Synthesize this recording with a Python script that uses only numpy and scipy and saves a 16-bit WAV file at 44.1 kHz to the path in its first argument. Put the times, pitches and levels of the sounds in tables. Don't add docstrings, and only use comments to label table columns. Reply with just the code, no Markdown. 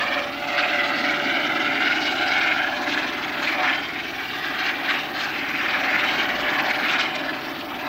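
import sys
import numpy as np
from scipy import signal
from scipy.fft import rfft, irfft, next_fast_len
from scipy.io import wavfile
from scipy.ndimage import uniform_filter1d, minimum_filter1d, map_coordinates

SR = 44100
rng = np.random.default_rng(int(sys.argv[2]) if len(sys.argv) > 2 else 0)


def store_wav(level_fs):
    pcm = np.round(np.clip(np.atleast_2d(level_fs), -1, 1) * 32767)
    wavfile.write(sys.argv[1], SR, pcm.T.astype(np.int16))


N = 347508
TIME = np.arange(N) / SR

# (time [s], main blade passes [1/s], drone pitch [Hz])
ROTOR_SPEEDS = [(0.0, 19.41, 144.5), (1.0, 19.57, 145.4), (2.0, 19.68, 146.8), (3.0, 19.73, 148.0),
                (4.0, 19.8, 148.5), (5.0, 20.01, 149.4), (6.0, 20.06, 149.9), (7.0, 19.92, 150.1),
                (7.88, 19.82, 150.2)]
# (time [s], level [dB])
SWISH_LEVEL = [(0.0, -21.5), (0.37, -32.5), (0.62, -21.5), (1.62, -23.5), (1.85, -20.5), (2.05, -24.5),
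               (2.52, -20), (2.8, -30), (2.91, -26), (3.36, -28), (3.49, -21.5), (3.57, -27), (3.69, -15.5),
               (3.8, -28), (4.18, -32), (4.69, -23), (4.8, -30.5), (4.91, -21.5), (5.12, -32.5),
               (5.22, -25.0), (5.33, -28.5), (5.97, -21.0), (6.3, -25), (6.8, -25.5), (6.96, -20.5),
               (7.1, -28.5), (7.68, -36.5), (7.88, -31)]
# (time [s], boost [dB])
ACCENTS = [(.588, 4.5), (2.945, 2), (3.494, 0.5), (4.904, 4), (6.3, 2.5), (6.5, 0.5), (6.597, 4),
           (6.708, 6), (7.004, 4), (7.055, -1), (7.255, 2)]
# (time [s], half width [s], treble boost [dB])
ROTOR_WHOOSHES = [(1.06, 0.14, 3), (2.15, 0.26, 5), (2.9, 0.091, 6), (3.45, 0.051, 4.5), (4.68, 0.023, 5),
                  (5.23, 0.045, 7.5), (6.13, 0.11, 4.5), (6.4, .04, 4), (6.91, 0.037, 8), (7.02, 0.051, 7),
                  (7.16, 0.0089, 12)]
# (multiple of blade rate, relative level [dB])
THUMP_PARTIALS = [(2, -2), (3, 6.5), (4, 10.5), (5, 9), (6, 10), (7, -12), (8, -12), (9, 5.5)]
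# (time [s], level [dB])
FAN_LEVEL = [(0.0, -31.5), (0.2, -30), (0.34, -39.5), (0.52, -31), (1.86, -33.5), (2.9, -31), (3.14, -36),
             (3.52, -33.0), (3.61, -28), (3.88, -40.0), (4.14, -40), (5.0, -32.5), (5.46, -39), (5.72, -31),
             (7.03, -32), (7.56, -38), (7.88, -32.5)]
# (multiple of drone pitch, relative level [dB])
DRONE_PARTIALS = [(2, -25), (5, -4.5), (6, -12), (7, -17)]
# (time [s], relative level [dB])
FOURTH_LEVEL = [(0, -3.5), (1.1, -4.5), (2.5, -10), (3, -6.5), (4, -17.5), (5.3, -15.5), (5.9, -7.5),
                (7.88, -10)]
# (time [s], level [dB])
EXHAUST_LEVEL = [(0, -38), (.65, -37.5), (1, -33.5), (1.7, -32), (2.5, -36), (3, -35.5), (4.2, -39),
                 (5.4, -37), (6.4, -34), (7.88, -38)]
# (time [s], delay [ms], strength [0-1])
GROUND_PATH = [(0, 4.05, 0.32), (.7, 3, 0.14), (1.35, 3.15, 0.2), (2, 2.7, 0.41), (3.3, 3.035, 0.14),
               (4.3, 2.56, .3), (5.9, 2.5, 0), (7.88, 3.1, 0.26)]
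WALL_PATH = [(0, 1.77, .55), (.22, 1.7, .4), (.4, 1.44, .45), (.9, 1.45, .7), (1.4, 1.36, .7),
             (2.15, 1.37, .6), (2.55, 1.31, .7), (2.9, 1.22, .25), (3.6, 1.24, .1), (7.88, 1.3, .08)]
# (time [s], left minus right [dB])
BALANCE = [(0, -1.2), (.7, -1.3), (1.5, -.7), (3, .1), (5.8, .5), (7.88, .2)]
# (start [s], end [s], final ring pitch [Hz], final ring re bout [dB],
# final level [dB], rise [dB/s])
INSECT_BOUTS = [(2.75, 3.57, 14100, -13, -47, 14), (4.0, 6.956, 13700, -3, -51, -0.5),
                (7.36, 7.95, 14650, -6, -51, -2)]
# (frequency [Hz], relative density [dB])
SWISH_SPECTRUM = [(500, -57), (950, -11.5), (1150, -5.5), (1350, -2), (1600, 2), (2200, 0.5), (3000, -4.5),
                  (4000, -10.5), (5000, -16.5), (6300, -26), (8000, -37.5), (10000, -55), (14000, -77)]
FAN_SPECTRUM = [(300, -57), (490, -6.5), (590, 3), (700, 1.5), (790, 5), (880, 0.5), (960, -2.5), (1080, 1),
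                (1400, -2), (2500, -49)]
EXHAUST_SPECTRUM = [(25, -55), (60, -50), (120, -15), (185, -10.5), (235, -4.5), (280, 1.5), (315, 0),
                    (360, -5), (430, -8.5), (500, -20), (900, -56), (3000, -64)]
INSECT_SPECTRUM = [(3000, -22), (9000, -15), (10200, -15), (12000, -8.5), (13000, -2.5), (14000, 0),
                   (15700, 0)]
WIND_SPECTRUM = [(10, -19), (25, -8), (50, 7), (100, -26), (200, -20), (600, -44), (3000, -86)]


def blade_swish(blade_cycles, drone_cycles, throb_db=1.65, notch_db=0.75, flutter_db=0.35, trim_db=-1.12):
    angle = 2 * np.pi * blade_cycles
    beat_db = throb_db * np.cos(angle) - notch_db * np.cos(2 * angle)
    level_db = follow(SWISH_LEVEL)[0] + trim_db + beat_db + accent_db() + flutter_db * wander(210)
    buzz = 1 + 0.074 * np.cos(2 * np.pi * drone_cycles)
    return noise(SWISH_SPECTRUM) * amp(level_db) * buzz


def accent_db(t=TIME, half_width_s=.012):
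    return bumps([(at_s, half_width_s, db) for at_s, db in ACCENTS], t)


def blade_thump(blade_cycles, level_db=-55.5, waver_db=1.5):
    partials = sum(amp(db) * np.sin(2 * np.pi * (k * blade_cycles + rng.random()))
                   for k, db in THUMP_PARTIALS)
    return evened(partials) * amp(level_db - waver_db * wander(0.94))


def fan_drone(drone_cycles, trim_db=1.5, hum_db=-53, fade_db_per_s=.25, waver_db=2.5, jitter_rad=.45):
    fan_db = follow(FAN_LEVEL)[0] + trim_db - fade_db_per_s * TIME
    partials = [(1, hum_db), (4, fan_db + follow(FOURTH_LEVEL)[0])]
    partials += [(k, fan_db + db) for k, db in DRONE_PARTIALS]
    drone = np.zeros(N)
    for k, db in partials:
        gain = amp(db + waver_db * wander(12))
        angle = 2 * np.pi * (k * drone_cycles + rng.random()) + jitter_rad * wander(19)
        drone += gain * np.cos(angle)
    return drone


def fan_rush(drone_cycles, trim_db=0.02, chop_depth=0.031):
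    chop = 1 + chop_depth * np.cos(2 * np.pi * drone_cycles)
    return noise(FAN_SPECTRUM) * amp(follow(FAN_LEVEL)[0] + trim_db) * chop


def turbine(whine_multiple=64, whine_db=-67.5, fade_db_per_s=0.5, twinkle_db=1.0):
    whine_hz = whine_multiple * follow(ROTOR_SPEEDS)[1]
    flare_db = bumps([(6.8, 0.1, 12)])
    whine_gain = amp(whine_db - fade_db_per_s * TIME + flare_db + twinkle_db * wander(18))
    roar = noise(EXHAUST_SPECTRUM) * amp(follow(EXHAUST_LEVEL)[0])
    return roar + whistle(whine_hz, width_hz=120) * whine_gain


def open_air(x, twinkle_db=1.8, shimmer_db=1.7, flicker_db=1.0, usual_swish_db=-24.5, shelf_db=-2):
    hz, t, spectrum = signal.stft(x, SR, nperseg=1024, noverlap=768)
    hz = hz[:, None]
    shelf = np.clip(np.log(hz / 2300 + 1e-9) / np.log(4200 / 2300), 0, 1)
    swell_db = follow(SWISH_LEVEL, t)[0] - usual_swish_db
    treble_db = shelf_db - 0.55 * swell_db
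    treble_db += bumps(ROTOR_WHOOSHES, t) + 0.26 * accent_db(t)
    treble_db += flicker_db * np.interp(t, TIME, wander(24))
    scatter = np.clip(hz / 1800, 0, 1.2) ** .5
    narrow_db = twinkle_db * patches(spectrum.shape, size=(3, 20))
    broad_db = shimmer_db * patches(spectrum.shape, size=(24, 3))
    gain = amp(shelf * treble_db + scatter * (narrow_db + broad_db))
    return signal.istft(spectrum * gain, SR, nperseg=1024, noverlap=768)[1][:N]


def reflection(x, path, low_hz, high_hz, rebound=0):
    delay_ms, strength = follow(path)
    hz = np.fft.rfftfreq(N, 1 / SR)
    passband = np.exp(-(hz / high_hz) ** 4) * (1 - np.exp(-(hz / low_hz) ** 4))
    band = irfft(rfft(x) * passband, N)
    once, twice = (map_coordinates(band, [(TIME - k * delay_ms / 1000) * SR], order=3) for k in (1, 2))
    rebound_gain = rebound * strength ** 2
    comb = band + strength * once + rebound_gain * twice
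    return x - band + comb / np.sqrt(1 + strength ** 2 + rebound_gain ** 2)


def scattered_echoes(x, level_db=-25, t60_s=0.023, cutoff_hz=5500):
    t = TIME[:SR // 4]
    tail = rng.standard_normal(len(t)) * amp(-60 * t / t60_s)
    side = signal.fftconvolve(x, tail / np.linalg.norm(tail))[:N] * amp(level_db)
    side = signal.sosfilt(signal.butter(4, cutoff_hz, fs=SR, output="sos"), side)
    return np.array([side, -side])


def insects(chorus_db=-52, far_db=-63, far_pulse_hz=99, near_pulse_hz=90):
    pulse_hz = near_pulse_hz * (1 + 0.0415 * wander(1.43))
    chorus = noise(INSECT_SPECTRUM) * amp(chorus_db + .8 * wander(2))
    far = noise(INSECT_SPECTRUM) * pulsing(far_pulse_hz, sharpness=8) * amp(far_db)
    return chorus + far + near_insect(pulse_hz)


def near_insect(pulse_hz, attack_s=.1, release_s=.03, glide_hz_per_s=260, hold_s=1.65, ring_db_per_s=3.2):
    rasp = noise(INSECT_SPECTRUM) * pulsing(pulse_hz, sharpness=2.5) * amp(-3)
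    throb = pulsing(pulse_hz, sharpness=0.5)
    song = np.zeros(N)
    for start_s, end_s, ring_hz, ring_db, end_db, rise_db_per_s in INSECT_BOUTS:
        gate = np.clip(np.minimum((TIME - start_s) / attack_s, (end_s - TIME) / release_s), 0, 1)
        left_s = np.clip(end_s - TIME, 0, end_s - start_s)
        hz = ring_hz - glide_hz_per_s * np.maximum(left_s - hold_s, 0)
        ring = whistle(hz, width_hz=135) * throb * amp(ring_db - ring_db_per_s * left_s)
        song += (rasp + ring) * gate * amp(end_db - rise_db_per_s * left_s)
    return song


def wind(level_db=-65, gust_db=2, spread=0.31):
    ports = noise(WIND_SPECTRUM) + spread * np.array([noise(WIND_SPECTRUM), noise(WIND_SPECTRUM)])
    return ports * amp(level_db + gust_db * wander(3.4))


def amp(db):
    return 10 ** (np.asarray(db) / 20)


def evened(x):
    return x / np.sqrt(np.mean(x ** 2) + 1e-20)


def follow(table, t=TIME):
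    times_s, *columns = np.transpose(table)
    return [np.interp(t, times_s, column) for column in columns]


def bumps(rows, t=TIME):
    return sum(db * np.exp(-((t - at_s) / half_s) ** 2) for at_s, half_s, db in rows)


def noise(spectrum):
    points_hz, points_db = np.transpose(spectrum)
    hz = np.fft.rfftfreq(N, 1 / SR)
    gain = amp(np.interp(np.log(hz + 1), np.log(points_hz + 1), points_db))
    return evened(irfft(rfft(rng.standard_normal(N)) * gain, N))


def wander(rate_hz):
    size = next_fast_len(N, real=True)
    hz = np.fft.rfftfreq(size, 1 / SR)
    lowpass = np.exp(-np.minimum(hz / rate_hz, 10) ** 2)
    return evened(irfft(rfft(rng.standard_normal(size)) * lowpass, size)[:N])


def whistle(hz, width_hz):
    angle = 2 * np.pi * np.cumsum(hz) / SR
    return wander(width_hz) * np.cos(angle) + wander(width_hz) * np.sin(angle)


def pulsing(rate_hz, sharpness):
    angle = 2 * np.pi * np.cumsum(rate_hz * np.ones(N)) / SR
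    return evened(np.exp(sharpness * np.cos(angle)))


def patches(shape, size):
    field = rng.standard_normal(shape)
    for axis in (0, 1, 0, 1):
        field = uniform_filter1d(field, size[axis], axis)
    return evened(field)


def scene():
    blade_hz, drone_hz = follow(ROTOR_SPEEDS)
    blade_cycles = .46 + np.cumsum(blade_hz) / SR
    drone_cycles = np.cumsum(drone_hz) / SR
    rush = open_air(blade_swish(blade_cycles, drone_cycles) + fan_rush(drone_cycles)) + turbine()
    rush = reflection(rush, GROUND_PATH, low_hz=60, high_hz=3320)
    rush = reflection(rush, WALL_PATH, low_hz=566, high_hz=3240, rebound=0.3)
    helicopter = rush + fan_drone(drone_cycles) + blade_thump(blade_cycles)
    pan_db = follow(BALANCE)[0]
    direct = helicopter * amp(np.array([pan_db, -pan_db]) / 2)
    return direct + scattered_echoes(helicopter) + insects() + wind()


def record(dry, threshold=.33, cutoff_hz=15780):
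    allowed = np.minimum(1, threshold / (abs(dry).max(0) + 1e-9))
    gain = minimum_filter1d(allowed, size=301)
    for _ in range(2):
        gain = uniform_filter1d(gain, size=151)
    lowpass = signal.firwin(1023, cutoff_hz, window=("kaiser", 9), fs=SR)
    return signal.oaconvolve(dry * gain, lowpass[None], "same", axes=1)


dry = scene()
out = record(dry)
store_wav(out)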